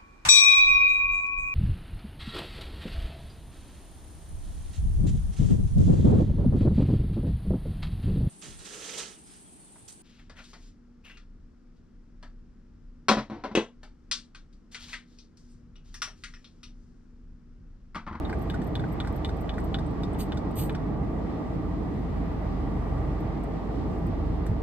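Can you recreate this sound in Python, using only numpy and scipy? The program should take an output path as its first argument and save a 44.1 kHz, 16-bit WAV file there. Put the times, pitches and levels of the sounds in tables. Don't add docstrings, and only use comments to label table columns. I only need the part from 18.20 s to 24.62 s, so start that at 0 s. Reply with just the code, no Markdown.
import sys
import numpy as np
from scipy import signal
from scipy.fft import rfft, irfft
from scipy.io import wavfile
from scipy.ndimage import uniform_filter1d

SR = 44100
rng = np.random.default_rng(int(sys.argv[2]) if len(sys.argv) > 2 else 0)


def file_out(sig):
    cols = np.atleast_2d(sig).T
    lim = np.clip(cols, -1, 1)
    pcm = np.round(lim * 32767).astype(np.int16)
    wavfile.write(sys.argv[1], SR, pcm)


N = 283122
HZ, TIME = np.arange(N // 2 + 1) * SR / N, np.arange(N) / SR

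# frequency in Hz, relative level in dB.
RUSH_TONE = [(20, -45.5), (35, -25.5), (60, -3), (176, -7), (230, -10.5), (315, -13), (420, -24.5),
             (1140, -28), (1500, -35.5), (2000, -36), (2600, -43), (5000, -51.5), (8000, -63.5),
             (14000, -67)]
# frequency in Hz, width in Hz, boost in dB.
DUCT_RINGS = [(171, 40, 1.5), (301.3, 62, 4.5), (439, 96, 11.5), (657.5, 146, 8.5), (783, 33, 7),
              (884, 172, 6), (1178, 116, 7), (1930, 120, 4.5)]
# time in seconds, relative level in dB.
TREBLE_SWELL = [(0.0, -81.5), (0.6, -84.5), (0.87, -81.5), (2.74, -84.5), (3.69, -82.5), (6.4, -82.5)]
# time in seconds, level in dB.
IDLE_LEVEL = [(0, -40), (3.1, -38.5), (5.1, -35), (5.3, -38), (6.2, -35), (6.42, -34)]
# time in seconds, change in dB. Then half a dip's length.
IDLE_DIPS, DIP_S = [(3.2, -16), (3.74, -14)], 0.04
# start in seconds, strength in dB, pitch in Hz.
BUMPS = [(6.295, -9, 93), (6.314, -10.5, 99.6)]
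# pitch in Hz, relative level in dB, seconds to fade by 60 dB.
HEAD_TONES = [(1500, 2, 0.04), (1620, 6, 0.024), (1765, 5, 0.025), (1900, 5, .02), (2050, 4, 0.022),
              (2310, 3, 0.025), (2600, 8, 0.009), (3030, 4, 0.013), (3250, -1, 0.012), (3455, 4, 0.032),
              (3660, 3, 0.028), (3790, 0, 0.014), (4070, -7, .014), (4450, -3, .018), (4850, -4, .016),
              (5350, -7, .013)]
# centre in Hz, width in Hz, seconds to fade by 60 dB.
CRACK_BANDS = [(4700, 1300, 0.06), (7600, 3400, 0.066), (13000, 3600, 0.015)]
# time in seconds, levels in dB of the high ring,
# low knock and crack, the crack's tilt in dB per octave, centres in Hz of the knock and ring.
CLICKS = [(0.052, -36.5, -41, -76, 2, 1530, 3300), (0.0966, -48.5, -34, -62, -12, 1520, 3000),
          (0.1282, -57, -27, -61, -6, 1610, 3060), (0.3, -26.5, -33, -56.5, 7, 1500, 3240),
          (0.343, -45, -32.5, -57.5, -5, 1490, 3000), (0.417, -50, -41, -60, -4, 1940, 3030),
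          (0.5542, -23, -35, -57, 2, 1500, 3370), (0.597, -42, -35, -63, -6, 1510, 3450),
          (0.641, -56, -34.5, -77, -9, 1610, 3000), (0.8022, -24, -33.5, -58, 2, 1520, 3430),
          (0.8493, -45, -37, -67, -8, 1510, 3700), (0.873, -50, -30, -56, -4, 1690, 3730),
          (1.0478, -22.5, -33, -56, 3, 2060, 3360), (1.091, -42, -39, -61, -11, 1490, 3640),
          (1.2938, -24.5, -36, -69, -4, 1520, 3220), (1.3402, -46, -44, -67, -5, 1520, 3650),
          (1.3813, -53, -26.5, -56, -5, 1870, 3660), (1.5439, -20, -30, -61, -3, 1500, 3230),
          (1.587, -43, -36, -60, -11, 1520, 3640), (1.8348, -36.5, -40, -61, -17, 1650, 4300),
          (1.947, -44, -48, -70, -5, 2000, 3000), (2.1219, -26.5, -30, -65, 4, 2090, 3180),
          (2.173, -38, -37, -57.5, -10, 1610, 4700), (2.4966, -29, -31.5, -60, 2, 2200, 2700),
          (2.5502, -39, -34.5, -61, -9, 2100, 4500), (4.78, -49, -54, -72, -8, 2000, 4350),
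          (5.235, -57, -56, -62, 5, 2000, 4700), (6.266, -53, -39, -54, 5, 1700, 4600)]
# start in seconds, high and low hiss in dB, hold in seconds.
PUFFS = [(0.0887, -68, -69, .004), (0.187, -58, -66, .002), (0.215, -58, -69, 0.013),
         (0.334, -70, -68, .004), (0.4369, -60, -69, .004), (0.465, -60, -69, 0.012),
         (0.6843, -66, -75, .004), (0.718, -58, -68, 0.013), (0.836, -76, -69, .002),
         (0.9233, -62, -63, .002), (0.956, -56, -67, 0.01), (1.0789, -66.5, -63, .002),
         (1.1662, -63, -65, .002), (1.205, -58, -66, .012), (1.4007, -66, -61, .004),
         (1.439, -60, -66, .011), (1.664, -70, -57.5, .002), (1.709, -71, -69, .002),
         (1.826, -69, -68, .002), (1.931, -66, -52, .002), (2.143, -72.5, -64, .002),
         (2.3092, -65, -60, .002), (2.482, -66, -68, .002), (2.5237, -76, -59, .002),
         (5.0025, -62, -67, .002), (5.2345, -69, -66, .006), (5.7848, -65, -68, .002),
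         (5.8646, -61, -65, .003), (6.26, -65, -65, 0.0055)]
# start, peak and end in seconds, then high hiss, low hiss and body in dB,
# then flow at the end and flow of the trailing mist, both in dB from the peak.
SPRAYS = [(1.985, 2.004, 2.038, -47.5, -51.5, -48, -9.5, -12),
          (2.354, 2.405, 2.48, -41, -48.5, -48, -22, -26)]
# frequency in Hz, likeness 0 to 1.
LIKENESS = [(50, 0.83), (80, 0.84), (130, 0.95), (290, 0.53), (640, 0.46), (1400, 0.22), (3100, 0.057),
            (6000, 0.41), (7200, 1), (15000, 1)]
# frequency in Hz, lead in radians.
RIGHT_LEAD = [(0, 0), (1000, .2), (3700, 1.7), (5650, np.pi), (15300, -3 * np.pi)]
# frequency in Hz, left minus right in dB.
BALANCE = [(60, -1), (200, -1.4), (1200, -2), (2500, 1.8), (10000, -0.4)]

RUSH_DB, FIRING_HZ, TOP_HZ = -30, 24.6, 15700
CABIN_T60_S, CABIN_DB, NEAR_LIKENESS = .04, -11, .85
PRIMED_S, WET_RING = 1.7, 0.73
DRY_REACH_DB, WET_REACH_DB = (-32, -40), (-8, -22)
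STRIKE_S, PUSH_S, SCUFF_T60_S, TAP_T60_S = .00025, .00055, 0.019, .0018
HARD_DB, BOUNCE_S, BOUNCE_DB = -30, .008, -13
PUFF_T60_S, MIST_T60_S = 0.04, 0.11
JET_OPENS_DB, JET_RISE_S, JET_TAPER = -13, 0.0018, 1.3
JET_FIRM = .25


def undb(db):
    return 10 ** (np.asarray(db) / 20)


def over_hz(table):
    hz, value = np.transpose(table)
    return np.interp(np.log(HZ + 1), np.log(hz), value)


def band(x, hz, width_hz):
    y = irfft(rfft(x, N) * np.exp(-((HZ - hz) / width_hz) ** 4), N)
    return y / y.std()


def walk(rate):
    hold = int(SR / rate)
    steps = np.repeat(rng.standard_normal(N // hold + 1), hold)
    return 1.397 * uniform_filter1d(uniform_filter1d(steps, hold), hold)[:N]


def add(out, s, sound):
    i = int(s * SR)
    out[i:i + len(sound)] += sound[:N - i]


def fade(t, rise_s, t60_s):
    return (1 - np.exp(-t / rise_s)) * np.exp(-np.log(1000) * t / t60_s)


def stereo(shared, apart, min_likeness=0):
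    like = np.clip(over_hz(LIKENESS), min_likeness, 1)
    turn = np.exp(.5j * np.interp(HZ, *np.transpose(RIGHT_LEAD)))
    tilt = undb(over_hz(BALANCE) / 2)
    both = np.sqrt(like) * rfft(shared) * np.array([1 / turn, turn]) + np.sqrt(1 - like) * rfft(apart)
    return irfft(both * np.array([tilt, 1 / tilt]), N)


def cabin(x):
    t = np.arange(SR // 8) / SR
    tails = rng.standard_normal((3, len(t))) * fade(t, 0.0096, CABIN_T60_S)
    tails *= undb(CABIN_DB) / np.sqrt(np.sum(tails ** 2, axis=1, keepdims=True))
    tails[0, 0] += 1
    tails[1:] *= np.sqrt(1 + undb(-2 * CABIN_DB))
    echoed = signal.fftconvolve(x[None], tails, axes=1)[:, :N]
    return stereo(echoed[0], echoed[1:], NEAR_LIKENESS)


def blower():
    treble_db = np.interp(TIME, *np.transpose(TREBLE_SWELL))
    treble_db -= treble_db.mean()
    ducts_db = sum(db / (1 + (2 * (HZ - hz) / width) ** 2) for hz, width, db in DUCT_RINGS)
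    spectrum = rfft(rng.standard_normal((3, N))) * undb(over_hz(RUSH_TONE) + ducts_db)
    octave, out = np.log2(HZ + 1), 0
    for centre in range(4, 15):
        part = irfft(spectrum * np.clip(1 - np.abs(octave - centre), 0, 1), N)
        treble_share = np.clip((centre - 11) / 2.5, 0, 1)
        out = out + part * undb(treble_share * treble_db + 0.75 * walk(3.72) + 0.72 * walk(23.194))
    out *= undb(RUSH_DB) / out.std()
    return stereo(out[0], out[1:])


def engine():
    db = np.interp(TIME, *np.transpose(IDLE_LEVEL))
    db += sum(dip_db * np.exp(-((TIME - s) / DIP_S) ** 2) for s, dip_db in IDLE_DIPS)
    phase = 2 * np.pi * np.cumsum(FIRING_HZ * (1 + 0.01114 * walk(6.27))) / SR
    first, third = undb(-17.5 + 2.0 * walk(3.6)), undb(-8.0 + 3.1 * walk(2.0))
    tones = first * np.sin(phase) + np.sin(2 * phase) + third * np.sin(3 * phase)
    return undb(db + walk(9)) * np.sqrt(2) * tones


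def trim_bumps():
    out, t = np.zeros(N), np.arange(SR // 10) / SR
    for s, db, hz in BUMPS:
        add(out, s, -undb(db) * fade(t, 0.0023, 0.042) * np.sin(2 * np.pi * hz * t))
    return out


def head_tones(t, knock_hz, ring_hz, wet, scatter):
    hz, db, t60_s = np.array(HEAD_TONES).T[:, :, None]
    is_low = hz < 2500
    distance = np.abs(np.log(hz / np.where(is_low, knock_hz, ring_hz)))
    reach_db = np.where(is_low, *(WET_REACH_DB if wet else DRY_REACH_DB)) * distance
    decay = fade(t, STRIKE_S, t60_s * (WET_RING if wet else 1))
    waves = np.sin(2 * np.pi * hz * (1 + .004 * scatter[1]) * t)
    tones = undb(db + reach_db + 1.5 * scatter[0]) * decay * waves
    return (tones * is_low).sum(axis=0), (tones * ~is_low).sum(axis=0)


def pump_clicks():
    out, t = np.zeros(N), np.arange(SR // 10) / SR
    bands = [(np.log2(hz / 8100), t60_s, band(rng.standard_normal(N), hz, width))
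             for hz, width, t60_s in CRACK_BANDS]
    scatters = rng.standard_normal((len(CLICKS), 2, len(HEAD_TONES), 1))
    contacts = rng.standard_normal((len(CLICKS), len(t)))
    for click, scatter, contact in zip(CLICKS, scatters, contacts):
        s, ring_db, knock_db, crack_db, tilt_db, knock_hz, ring_hz = click
        low, high = head_tones(t, knock_hz, ring_hz, s > PRIMED_S, scatter)
        rise_s = min(1e-4 * undb(-3.5 * (max(ring_db, knock_db) + 24)), .003)
        scuff = (contact + 8 * (t == t[int(rise_s * SR)])) * fade(t, rise_s, SCUFF_T60_S)
        blunt_push = np.convolve(scuff, np.hanning(int(PUSH_S * SR)))
        tap = (contact + 10 * (t == t[1])) * fade(t, 1e-5, TAP_T60_S)
        tap += undb(BOUNCE_DB) * np.roll(tap, int(BOUNCE_S * SR))
        knock = signal.fftconvolve(low, blunt_push)[:len(t)]
        ring = signal.fftconvolve(high, tap if ring_db > HARD_DB else scuff)[:len(t)]
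        add(out, s - rise_s, undb(knock_db) * knock / np.abs(knock).max())
        add(out, s - rise_s, undb(ring_db) * ring / np.abs(ring).max())
        for octaves, t60_s, noise in bands:
            crack = fade(t, 0.00018, t60_s) * noise[int(s * SR):][:len(t)]
            add(out, s, undb(crack_db + tilt_db * octaves) * crack)
    return out


def air_puffs(low, high):
    low_gain, high_gain, t = np.zeros(N), np.zeros(N), np.arange(SR // 5) / SR
    for s, high_db, low_db, hold_s in PUFFS:
        fall = np.exp(-np.log(1000) * np.maximum(t - hold_s, 0) / PUFF_T60_S)
        add(high_gain, s, undb(high_db) * (1 - np.exp(-t / 0.0017)) * fall)
        add(low_gain, s, undb(low_db) * (1 - np.exp(-t / 0.0012)) * fall ** 1.5)
    return band(low, 8100, 1300) * low_gain + high * high_gain * undb(1.5 * walk(300))


def liquid_sprays(low, high, body):
    out = np.zeros(N)
    for s, peak_s, end_s, high_db, low_db, body_db, fall_db, mist_db in SPRAYS:
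        swell = JET_OPENS_DB * ((TIME - peak_s) / (peak_s - s)).clip(-1) ** 2
        taper = fall_db * ((TIME - peak_s) / (end_s - peak_s)).clip(0) ** JET_TAPER
        mist = mist_db - 60 * (TIME - end_s) / MIST_T60_S
        flow_db = np.select([TIME < peak_s, TIME <= end_s], [swell, taper], mist)
        flow = undb(flow_db + 1.2 * walk(200)) * np.clip((TIME - s) / JET_RISE_S, 0, 1)
        hiss = undb(high_db) * high + undb(low_db - JET_FIRM * flow_db.clip(fall_db)) * low
        out += flow * (hiss + undb(body_db + 0.23 * flow_db + 2.0 * walk(150)) * body)
    return out


def nozzle():
    low, high = band(rng.standard_normal(N), 8840, 1250), band(rng.standard_normal(N), 13000, 2300)
    body = band(rng.standard_normal(N), 3600, 1700) + undb(-6) * band(rng.standard_normal(N), 6500, 580)
    return air_puffs(low, high) + liquid_sprays(low, high, body)


def scene():
    boom = engine() + trim_bumps()
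    return cabin(pump_clicks() + nozzle()) + stereo(boom, np.array([boom, boom])) + blower()


def record(dry):
    return signal.sosfilt(signal.ellip(8, .2, 70, TOP_HZ, fs=SR, output="sos"), dry)


dry = scene()
out = record(dry)
file_out(out)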